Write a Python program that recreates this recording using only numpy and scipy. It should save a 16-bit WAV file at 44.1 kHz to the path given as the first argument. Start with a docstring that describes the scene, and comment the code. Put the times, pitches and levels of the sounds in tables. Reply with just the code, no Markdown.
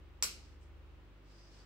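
"""Plastic hoops in a small room

Two plastic hoops knock together once in a small living room: the impact excites the tubes' modes
(a hard clack, a short ring) and the walls return a flurry of echoes. Later a hoop slides round in
the hand with a soft swish of friction. An aquarium pump hums under the quiet room air."""
import sys
import numpy as np
from scipy import signal
from scipy.fft import rfft, irfft
from scipy.io import wavfile
from scipy.ndimage import uniform_filter1d

SR = 44100
rng = np.random.default_rng(int(sys.argv[2]) if len(sys.argv) > 2 else 0)


def unload_wav(signal):
    """Save mono or channel-first audio to the path in sys.argv[1] as 16-bit WAV at rate SR, clipped to [-1, 1]."""
    wavfile.write(
        sys.argv[1],
        SR,
        np.round(np.clip(np.atleast_2d(signal).T, -1, 1) * 32767).astype(np.int16),
    )


N = 72765

# spectrum of the contact click: frequency_hz, level_db
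CLICK_SPECTRUM = [(100, -19), (300, -13), (650, -24), (1200, -20), (4000, -18), (9200, -13), (15500, -12)]
# heavily damped modes of the tube wall: pitch_hz, level_db, t60_s
TUBE_MODES = [(1150, -39, .028), (1500, -40, .018), (2600, -28, .007), (3900, -33, .007), (4950, -20, .005),
              (5650, -13.5, .0052), (6200, -29, .012), (7450, -13.5, .005), (8400, -32, .005)]
def clack(t):
    """Impact excitation: a brief contact radiates a click and sets the tube wall vibrating."""
    contact_s = .00013
    modes = sum(undb(db) * np.sin(2 * np.pi * hz * t) * fade(t, t60) for hz, db, t60 in TUBE_MODES)
    return click(CLICK_SPECTRUM) + modes * (1 - np.exp(-t / contact_s))


# lightly damped modes of the hollow hoop: pitch_hz, relative_level_db, t60_s
HOOP_MODES = [(1236, -54.5, .25), (2120, -62.5, .45), (2318, -56, .45), (2900, -52.5, .35),
              (3231, -56.5, .3), (3984, -58, .35), (4234, -53.5, .3), (4893, -49, 0.22), (5122, -52.5, .3),
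              (5560, -52, .3), (5784, -51.5, 0.2), (6200, -42, .15), (7659, -45, .18)]
def hoop_ring(t):
    """Free vibration: each mode decays exponentially, with a random phase on each side."""
    gain_db = 5.5
    phases = rng.random((len(HOOP_MODES), 2, 1))
    return sum(undb(db + gain_db) * np.sin(2 * np.pi * (hz * t + phase)) * fade(t, t60)
               for (hz, db, t60), phase in zip(HOOP_MODES, phases))


# first echoes from ceiling and walls: delay_s, level_db, left_minus_right_db
REFLECTIONS = [(.0022, -13, 2), (.0073, -8, 4), (.0103, -12, 2), (.0131, -8, 0), (.0152, -11, 4),
               (.0167, -12, 4)]
def early_reflections(t, source):
    """Reflection and scattering: each surface returns a delayed copy, smeared by the furniture."""
    smear_s = .0012
    out = 0
    for delay_s, db, pan_db in REFLECTIONS:
        smear = rng.standard_normal((2, N)) * np.exp(-t / smear_s)
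        smear /= np.linalg.norm(smear, axis=1, keepdims=True)
        echo = irfft(rfft(source) * rfft(smear), N)
        out += undb([[db + pan_db / 2], [db - pan_db / 2]]) * delay(echo, delay_s)
    return out


# diffuse sound of the knock: frequency_hz, relative_level_db
REVERB_SPECTRUM = [(100, -13.5), (260, -4.5), (480, -3.5), (720, -11), (1200, 3.5), (1450, 1.5), (1800, -5),
                   (2300, 2.5), (2800, 2), (3500, -2), (4200, 4.5), (5300, 5.5), (6600, 2), (7900, 6),
                   (9100, -1), (12500, 0), (15500, -10)]
# reverberation time by band: frequency_hz, t60_s
REVERB_TIMES = [(200, 0.94), (1100, .3), (2400, 0.44), (5000, 0.41), (8000, 0.32), (14000, 0.22)]
def reverberation(t):
    """Diffuse field: dense early scatter, then a tail that dies fastest in the high treble."""
    tail_db, scatter_db, build_s = -34.5, -31, .004
    colour = undb(along(REVERB_SPECTRUM, bins()))
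    wash = rfft(noise(colour))
    log_centres = np.log([hz for hz, _ in REVERB_TIMES])
    tail = 0
    for share, (_, t60) in zip(np.eye(len(log_centres)), REVERB_TIMES):
        band = np.interp(np.log(bins() + 1), log_centres, share)
        tail += irfft(wash * band, N) * fade(t, t60)
    scatter = noise(colour) * fade(t, t60=.13)
    return (undb(tail_db) * tail + undb(scatter_db) * scatter) * (1 - np.exp(-t / build_s))


def knock(t):
    """Superposition: the direct clack, a little later on the left, adds to the room sound and ring."""
    left_lag_s = .000033
    source = clack(t)
    direct = np.array([delay(source, left_lag_s), source])
    return direct + reverberation(t) + early_reflections(t, source) + hoop_ring(t)


# slides of the hoop in the hand: start_s, attack_s, hold_s, release_s, level_db, tilt_db_per_octave
SLIDE_STROKES = [(0.391, 0.027, 0.045, 0.15, -69.5, -1), (0.591, 0.0335, 0.0083, 0.062, -76.5, 12),
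                 (0.895, 0.03, 0.018, .04, -76, -9), (1.218, .12, 0.14, 0.096, -69, -2),
                 (1.467, 0.066, 0.061, 0.16, -66, -2)]
# friction noise: frequency_hz, relative_level_db
FRICTION_SPECTRUM = [(300, -1), (1000, -3.5), (2300, -6.5), (3600, -4), (5100, 3), (6000, -2), (6700, -6),
                     (7800, -5.5), (9500, -16), (15000, -29)]
def slides(t):
    """Sliding friction: the hand rubs the tube unevenly, making broadband noise that flickers."""
    roughness_db = 1
    octaves = np.log2(np.clip(bins(), 1000, 8000))
    out = 0
    for start, attack, hold, release, db, tilt_db in SLIDE_STROKES:
        envelope = np.interp(t, start + np.cumsum([0, attack, hold, release]), [0, 1, 1, 0])
        rub = noise(undb(along(FRICTION_SPECTRUM, bins()) + tilt_db * octaves))
        out += rub * envelope * undb(db + roughness_db * walk(rate=120))
    return out


# faint squeaks of the rubbed tube: midpoint_s, length_s, pitch_hz, bandwidth_hz, level_db
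SQUEAK_BANDS = [(1.406, 0.22, 4945, 89, -72.5), (1.42, 0.15, 5960, 120, -81),
                (1.446, 0.16, 5300, 500, -76.5), (1.612, 0.033, 4664, 110, -68.5)]
def squeaks(t):
    """Resonance: friction briefly excites narrow bands of the tube's response."""
    out = 0
    for midpoint, length, pitch, bandwidth, db in SQUEAK_BANDS:
        envelope = np.exp(-(2 * (t - midpoint) / length) ** 4)
        resonance = 1 / (1 + (2 * (bins() - pitch) / bandwidth) ** 2)
        out += noise(resonance) * undb(db) * envelope
    return out


# hum and buzz of the pump: pitch_hz, rms_level_db
PUMP_PARTIALS = [(49.9, -59), (99.8, -68), (149.7, -73), (299.5, -80), (345, -77.5), (392, -82.5)]
def pump_hum(t, side_cycles):
    """Periodic vibration: the pump radiates steady partials, offset in phase between the sides."""
    return np.sqrt(2) * sum(undb(db) * np.sin(2 * np.pi * (hz * t + rng.random() + side_cycles))
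                            for hz, db in PUMP_PARTIALS)


# envelope of a low drone: time_s, rms_level_db
DRONE_LEVELS = [(0, -57), (.3, -60.5), (.6, -56), (.8, -56), (1.0, -60), (1.13, -69), (1.21, -74.5),
                (1.65, -66.5)]
def drone(t, side_cycles):
    """Amplitude modulation: one low tone swells and sinks."""
    pitch_hz = 71.8
    amplitude = np.sqrt(2) * undb(np.interp(t, *np.array(DRONE_LEVELS).T))
    return amplitude * np.sin(2 * np.pi * (pitch_hz * t + rng.random() + side_cycles))


# room air: frequency_hz, relative_level_db
AIR_SPECTRUM = [(170, -9), (240, -10), (325, -6), (450, -13), (540, -11), (660, -17), (900, -16),
                (1250, -16), (1700, -20), (2800, -21), (4200, -29), (6000, -36), (8000, -41), (10000, -45),
                (14900, -46), (15400, -32), (16000, -46)]
# low rumble: frequency_hz, relative_level_db
RUMBLE_SPECTRUM = [(20, -6.5), (60, 9), (120, 3), (200, -8.5), (300, -15.5)]
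def room_air():
    """Stationary noise: a soft hiss lies over a low rumble."""
    air_db, rumble_db = -65.5, -71
    air = noise(undb(along(AIR_SPECTRUM, bins())) * (bins() > 170))
    rumble = noise(undb(along(RUMBLE_SPECTRUM, bins())) * (bins() < 300))
    return undb(air_db) * air + undb(rumble_db) * rumble


# likeness of left and right: frequency_hz, correlation
COHERENCE = [(100, 0.28), (300, .82), (600, .58), (1200, .3), (2300, 0.17), (5000, 0), (12000, 0.15)]
def noise(gain):
    """Partial coherence: stereo noise of rms 1, shaped per bin, most alike in the low midrange."""
    alike = along(COHERENCE, bins())
    mid, side = rfft(rng.standard_normal((2, N))) * np.sqrt([1 + alike, 1 - alike]) * gain
    return unit(irfft(np.array([mid + side, mid - side]), N))


def click(spectrum):
    """Minimum phase: folding the cepstrum gives a causal impulse with this spectrum."""
    cepstrum = irfft(np.log(undb(along(spectrum, bins()))), N)
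    cepstrum[1:N // 2] *= 2
    cepstrum[N // 2:] = 0
    return irfft(np.exp(rfft(cepstrum)), N)


def delay(x, delay_s):
    """Linear phase shift: a delay exact to a fraction of a sample."""
    hz = np.arange(N + 1) * SR / (2 * N)
    return irfft(rfft(x, 2 * N) * np.exp(-2j * np.pi * hz * delay_s), 2 * N)[..., :N]


def fade(t, t60):
    """Exponential decay: 60 dB in t60 seconds."""
    return np.exp(-np.log(1000) * t / t60)


def walk(rate):
    """Moving average: random steps, rate per second, smoothed to a wander of rms 1."""
    hold = int(SR / rate)
    steps = np.repeat(rng.standard_normal(N // hold + 1), hold)
    return unit(uniform_filter1d(steps, hold)[:N])


def along(points, hz):
    """Interpolation of (frequency, value) points on a log-frequency axis."""
    frequencies, values = np.array(points).T
    return np.interp(np.log(np.maximum(hz, 1)), np.log(frequencies), values)


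def bins():
    """Fourier bin frequencies in Hz."""
    return np.arange(N // 2 + 1) * SR / N


def undb(db):
    """Decibels to amplitude ratio."""
    return 10 ** (np.asarray(db) / 20)


def unit(x):
    """Normalisation to rms 1."""
    return x / np.sqrt(np.mean(x ** 2))


def scene():
    """Superposition: the knock and the rubbing add to the background."""
    t = np.arange(N) / SR
    knock_s = .2254
    side_cycles = np.array([[-.5], [.5]]) * .055  # phase offsets, left and right
    hoops = delay(knock(t), knock_s) + slides(t) + squeaks(t)
    return hoops + pump_hum(t, side_cycles) + drone(t, -side_cycles) + room_air()


def record(dry):
    """Band limiting: a steep low-pass filter removes the highest treble."""
    cutoff_hz = 15700
    return signal.sosfilt(signal.ellip(10, .1, 80, cutoff_hz, fs=SR, output="sos"), dry)


dry = scene()
out = record(dry)
unload_wav(out)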